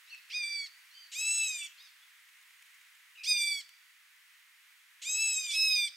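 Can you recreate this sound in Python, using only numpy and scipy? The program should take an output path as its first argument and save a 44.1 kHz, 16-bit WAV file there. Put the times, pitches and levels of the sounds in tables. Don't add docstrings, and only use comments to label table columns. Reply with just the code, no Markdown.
import sys
import numpy as np
from scipy import signal
from scipy.fft import rfft, irfft, next_fast_len
from scipy.io import wavfile
from scipy.ndimage import map_coordinates

SR = 44100
rng = np.random.default_rng(int(sys.argv[2]) if len(sys.argv) > 2 else 0)


def inscribe(sig):
    pcm = np.round(np.clip(np.atleast_2d(sig).T, -1, 1) * 32767)
    wavfile.write(sys.argv[1], SR, pcm.astype(np.int16))


N = 262836
TIME = np.arange(N) / SR
TOP_HZ = 15800

# (time [s], pitch [Hz], level before harmonic balance and echoes [dB])
CLEAR_CALLS = [
    [(0.35, 1236, -37), (0.368, 1238, -37), (0.402, 1211, -42.5), (0.442, 1176, -38), (0.536, 1167, -38.5),
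     (0.645, 1117, -45.5)],
    [(3.282, 1241, -30), (3.318, 1230, -25), (3.344, 1208, -30.5), (3.428, 1174, -28), (3.516, 1158, -32.5),
     (3.585, 1117, -38.5)],
    [(5.548, 1286, -31.5), (5.622, 1302, -26), (5.742, 1250, -28), (5.774, 1218, -27.5),
     (5.846, 1180, -30.5), (5.868, 1163, -34.5)],
]
# (time [s], pitch [Hz], level before harmonic balance and echoes [dB])
HOARSE_CALLS = [
    [(1.168, 1230, -37), (1.21, 1303, -31.5), (1.346, 1334, -31), (1.45, 1309, -31), (1.634, 1146, -43.5),
     (1.65, 1164, -41)],
    [(5.068, 1213, -36.5), (5.1, 1273, -32), (5.22, 1321, -28), (5.318, 1301, -29.5), (5.464, 1215, -37),
     (5.5, 1161, -37)],
]
# (upward scoop [s], final drop [s], drop [share of pitch], treble slope [dB per octave],
# 2nd, 3rd, 4th and upper harmonics [dB against the call's level])
CLEAR_VOICING = [(.052, 0.032, 0.29, -5.5, -0.5, -10.5, -1, -13.5),
                 (.048, 0.033, .15, 2, -7, -9.5, -5.5, -11), (.048, 0.019, .176, 2.5, -6, -8.5, -6, -13.5)]
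HOARSE_VOICING = [(.052, .023, 0.084, 0, -4.5, -11.5, -13, -4.5),
                  (.052, .068, 0.059, 0.0057, -6, -12, -12, -5)]
# (2nd, 3rd, 4th, upper harmonics [dB per semitone])
CLEAR_PUSH = [(1.5, -0.17, -3.5, -3), (0, -1.4, 1.5, -1), (0.5, -2, 4, -1.5)]
HOARSE_PUSH = [(1, -5, 0.5, 0.63), (0.3, -8, 2.6, 0.37)]
# (frequency [Hz], relative level [dB])
CLEAR_THROAT = [(5600, -2.5), (6300, 1.5), (7200, -13), (8100, 4.5), (8900, -1.5), (9800, -20.5),
                (10600, -12), (11200, -20), (11800, -16.5), (13000, -14), (14200, -25), (15700, -30.5)]
HOARSE_THROAT = [(5600, -5), (6600, -5), (7400, -1), (7950, 4), (8600, -14), (9400, -22.5), (10600, -22),
                 (12000, -20), (13300, -28), (15700, -46)]
# (period doubling [dB], rasp [dB])
HOARSE_STRAIN = [(-21, -27), (-22.5, -33)]
# (frequency [Hz], relative level [dB])
HALFWAY_COLOUR = [(1900, -22.5), (2500, 7.5), (3200, -1), (4600, -6), (6000, 2.5), (7300, -2), (8600, -6),
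                  (10000, -6), (11200, -18.5), (12500, -11), (15500, -27)]
# (time [s], length [s], centre [Hz], level before fades and echoes [dB])
HARSH_BREAKS = [(1.368, 0.077, 3540, -50.5), (1.563, 0.18, 3140, -55), (5.424, 0.18, 3220, -50.5),
                (5.683, 0.15, 3130, -54.5)]
# (time [s], length [s], top pitch [Hz], arch depth [twice the share of pitch lost at each end],
# level before fades and echoes [dB])
FAR_CALLS = [(0.058, 0.13, 1471, 0.41, -60), (0.897, 0.19, 1563, 0.25, -60.5),
             (1.773, 0.12, 1282, 0.51, -59.5), (3.175, 0.021, 1300, 0.11, -61.5)]
# (frequency [Hz], relative level [dB])
FAR_THROAT = [(1500, -13.5), (3000, -3.5), (3700, -1), (4500, 3.5), (6200, -17.5), (8000, -38)]
# (time [s], length [s], start pitch [Hz], end pitch [Hz], level before fades and echoes [dB])
CHIRPS = [(0.108, 0.057, 2722, 2507, -51.5), (1.415, 0.039, 2800, 3130, -52.5),
          (1.605, 0.032, 2864, 2626, -48), (2.01, 0.037, 3300, 3440, -68),
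          (3.152, 0.015, 2660, 3070, -55.5), (3.168, 0.055, 2583, 2395, -52.5),
          (3.202, 0.034, 2584, 2663, -56), (3.361, 0.015, 2690, 2710, -50)]
# (time [s], relative level of the burst [dB])
LEAF_TICKS = [(0.1474, -48.5), (2.2878, -51), (2.4136, -50), (2.624, -50.5), (2.744, -52.5),
              (2.8125, -53.5), (2.952, -54), (3.692, -49.5), (4.3384, -59.5)]
# (frequency [Hz], gain [dB])
LEAF_COLOUR = [(1000, -12), (2200, 15), (4500, -2), (9000, 1.5), (15000, -12.5)]
# (frequency [Hz], relative level [dB per Hz])
AIR_COLOUR = [(25, -49), (300, -44), (500, -34), (630, -26.5), (800, -20.5), (1000, -14.5), (1400, -7),
              (2000, 0.5), (2600, -4), (3500, -7.5), (5000, -13), (8000, -15), (12000, -17), (15500, -18)]
# (frequency [Hz], correlation [0 to 1])
AIR_LIKENESS = [(300, .4), (1000, 0.76), (2000, 0.64), (4000, 0.13), (7000, 0.91), (14000, 1)]
# (frequency [Hz], time to fall 60 dB [s])
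FOREST_RING = [(1000, 0.35), (4000, 0.8), (8000, 0.53), (15000, 0.13)]
# (frequency [Hz], gain [dB])
ECHO_COLOUR = [(1500, -1.5), (3000, -0.5), (4700, 2), (6000, 5), (8000, 0.5), (15000, -6.5)]


def squeal(rows, voicing, push_db, throat, quaver, quaver_hz, jitter, half_db, first_db,
           rasp_db, onset_rasp_db, onset_db, release_db, flicker_db):
    scoop_s, drop_s, drop, treble_db, *balance_db = voicing
    start, end = rows[0][0], rows[-1][0]
    span, t = during(start - scoop_s, end + drop_s)
    held, level_db = curves(rows, t)

    semitones = 12 * np.log2(held / held.mean())
    second, third, fourth, upper = [
        level_db + db + push * semitones for db, push in zip(balance_db, push_db)]

    rise = np.clip((start - t) / scoop_s, 0, 1)
    fall = np.clip((t - end) / drop_s, 0, 1)
    bend = (1 - 0.52 * rise ** 1.7) * (1 - drop * fall ** 2.5)
    quavering = quaver * unit(np.gradient(wobble(quaver_hz, t)))
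    pitch = held * bend * (1 + quavering + jitter * wobble(900, t))
    phase = 2 * np.pi * np.cumsum(pitch) / SR

    orders = np.arange(5, 15)[:, None]
    high = amp(along(throat, orders * held) + treble_db * np.log2(orders))
    high_db = 20 * np.log10(high / np.linalg.norm(high, axis=0))
    shape = np.vstack([second + first_db, second, third, fourth, upper + high_db])

    rasp = amp(rasp_db) + amp(onset_rasp_db) * np.maximum(rise, fall / 2) ** 2
    voice = np.zeros(len(t))
    for k in range(1, 20):
        size = amp(map_coordinates(shape, [k * bend - 1, np.arange(len(t))], order=1, mode="nearest"))
        flicker = flicker_db * np.sqrt(k / 4) * (wobble(69.9, t) + wobble(16.93, t))
        line = amp(flicker) * np.sin(k * phase)
        skirt = wobble(800, t) * np.sin(k * phase) + wobble(800, t) * np.cos(k * phase)
        between_db = upper + half_db + along(HALFWAY_COLOUR, (k + .5) * pitch) + 1.2 * wobble(50, t)
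        halfway = amp(between_db) * np.sin((k + .5) * phase)
        voice += (size * (line + rasp * skirt) + halfway) * (k * pitch < TOP_HZ)

    edges = amp(onset_db * rise + release_db * fall) * np.sqrt(1 - np.maximum(rise, fall) ** 6)
    out = np.zeros(N)
    out[span] = np.sqrt(2) * voice * edges
    return out


def clear_deer():
    return sum(
        squeal(rows, voicing, push_db, CLEAR_THROAT, quaver=0.0011, quaver_hz=50.6, jitter=0.0035,
               half_db=-37, first_db=-42.5, rasp_db=-45, onset_rasp_db=-4,
               onset_db=-13, release_db=-6.5, flicker_db=1.5)
        for rows, voicing, push_db in zip(CLEAR_CALLS, CLEAR_VOICING, CLEAR_PUSH))


def hoarse_deer():
    return sum(
        squeal(rows, voicing, push_db, HOARSE_THROAT, quaver=0.0049, quaver_hz=149.64, jitter=0.003,
               half_db=half_db, first_db=-36.5, rasp_db=rasp_db, onset_rasp_db=-1,
               onset_db=-11.5, release_db=-4.0, flicker_db=1.13)
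        for rows, voicing, push_db, (half_db, rasp_db)
        in zip(HOARSE_CALLS, HOARSE_VOICING, HOARSE_PUSH, HOARSE_STRAIN))


def breaks(width_hz=700, flutter_db=4):
    out = np.zeros(N)
    for s, length, centre_hz, db in HARSH_BREAKS:
        span, t = during(s, s + length)
        band = (wobble(width_hz, t) + 1j * wobble(width_hz, t)) * np.exp(2j * np.pi * centre_hz * t)
        harsh = unit(band.real * amp(flutter_db * wobble(120, t)))
        out[span] += amp(db) * harsh * np.sin(np.pi * (t - s) / length)
    return out


def far_calls():
    out = np.zeros(N)
    for s, length, top_hz, arch, db in FAR_CALLS:
        span, t = during(s, s + length)
        u = np.clip((t - s) / length, 0, 1)
        pitch = top_hz * (1 - 2 * arch * (u - .5) ** 2 + .018 * wobble(900, t))
        phase = 2 * np.pi * np.cumsum(pitch) / SR
        voice = sum(amp(along(FAR_THROAT, k * pitch) + 3.6 * wobble(88.7, t)) * np.sin(k * phase)
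                    for k in range(2, 6))
        out[span] += amp(db) * unit(voice) * np.abs(np.sin(np.pi * u)) ** .5
    return out


def chirps():
    out = np.zeros(N)
    for s, length, from_hz, to_hz, db in CHIRPS:
        span, t = during(s, s + length)
        u = (t - s) / length
        pitch = (from_hz + (to_hz - from_hz) * u) * (1 + 0.026 * wobble(300, t))
        whistle = np.sqrt(2) * np.sin(2 * np.pi * np.cumsum(pitch) / SR)
        out[span] += amp(db) * np.sin(np.pi * u) * whistle
    return out


def leaves(t60=0.021, level_db=-3, crackle_db=8):
    quiet_db, turn_db, turn_s, turn_width_s = -83, 12.5, 2.55, .5
    rustle_db = quiet_db + turn_db * np.exp(-((TIME - turn_s) / turn_width_s) ** 2)
    grains = amp(crackle_db * np.tanh(wobble(150, TIME))) * rng.standard_normal(N)
    out = unit(grains) * amp(rustle_db)
    for s, db in LEAF_TICKS:
        span, t = during(s, s + .08)
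        burst_db = db + level_db - 60 * (t - s) / t60 + 4.4 * wobble(530, t)
        out[span] += amp(burst_db) * rng.standard_normal(len(t))
    return filtered(out, lambda hz: amp(along(LEAF_COLOUR, hz)))


def air():
    def colour(hz):
        turn = np.arccos(np.clip(along(AIR_LIKENESS, hz), -1, 1)) / 2
        return amp(along(AIR_COLOUR, hz)) * [np.cos(turn), np.sin(turn)]

    mid, side = filtered(rng.standard_normal((2, N)), colour)
    steady_db, early_db, settle_s = -61.5, 3, 4
    level_db = steady_db + early_db * np.maximum(1 - TIME / settle_s, 0)
    return unit(np.array([mid + side, mid - side])) * amp(level_db + 0.37 * wobble(7.8, TIME))


def forest(x, near_db, far_db, near_t60=0.14):
    hz, t, z = signal.stft(rng.standard_normal((2, SR)), SR, nperseg=256)
    ring = amp(-60 * t / along(FOREST_RING, hz)[:, None])
    far = signal.istft(z * ring, SR, nperseg=256)[1][:, :SR]
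    near = rng.standard_normal((2, SR)) * amp(-60 * TIME[:SR] / near_t60)
    echo = (amp(near_db) * unit(near) + amp(far_db) * unit(far)) / np.sqrt(SR)
    echo = echo + 0.37 * echo[::-1]
    echoes = signal.fftconvolve(x[None], echo, axes=1)[:, :N]
    return x + filtered(echoes, lambda hz: amp(along(ECHO_COLOUR, hz)))


def placed(x, balance_db):
    return x * amp([[balance_db / 2], [-balance_db / 2]])


def amp(db):
    return 10 ** (np.asarray(db) / 20)


def unit(x):
    return x / np.sqrt(np.mean(x ** 2) + 1e-20)


def along(points, hz):
    f, v = np.transpose(points)
    return np.interp(np.log(hz + 1), np.log(f + 1), v)


def curves(rows, t):
    s, *cols = np.transpose(rows)
    return [np.interp(t, s, c) for c in cols]


def wobble(rate, t):
    return map_coordinates(rng.standard_normal(8192), [(t - t[0]) * rate], mode="wrap")


def filtered(x, response):
    m = next_fast_len(N + SR // 2)
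    return irfft(rfft(x, m) * response(np.fft.rfftfreq(m, 1 / SR)), m)[..., :N]


def during(start, end):
    span = (TIME >= start) & (TIME < end)
    return span, TIME[span]


def scene():
    clear = forest(clear_deer(), near_db=-8.5, far_db=-22.0)
    hoarse = forest(hoarse_deer() + breaks(), near_db=-8.0, far_db=-23.0)
    distant = forest(far_calls() + chirps(), near_db=1.0, far_db=-7.0)
    voices = hoarse + placed(clear, balance_db=-2.1)
    return voices + placed(distant + leaves() + air(), balance_db=-0.85)


def record(dry):
    return filtered(dry, lambda hz: (hz < TOP_HZ) * amp(along([(400, -23.5), (900, 0.0)], hz)))


dry = scene()
out = record(dry)
inscribe(out)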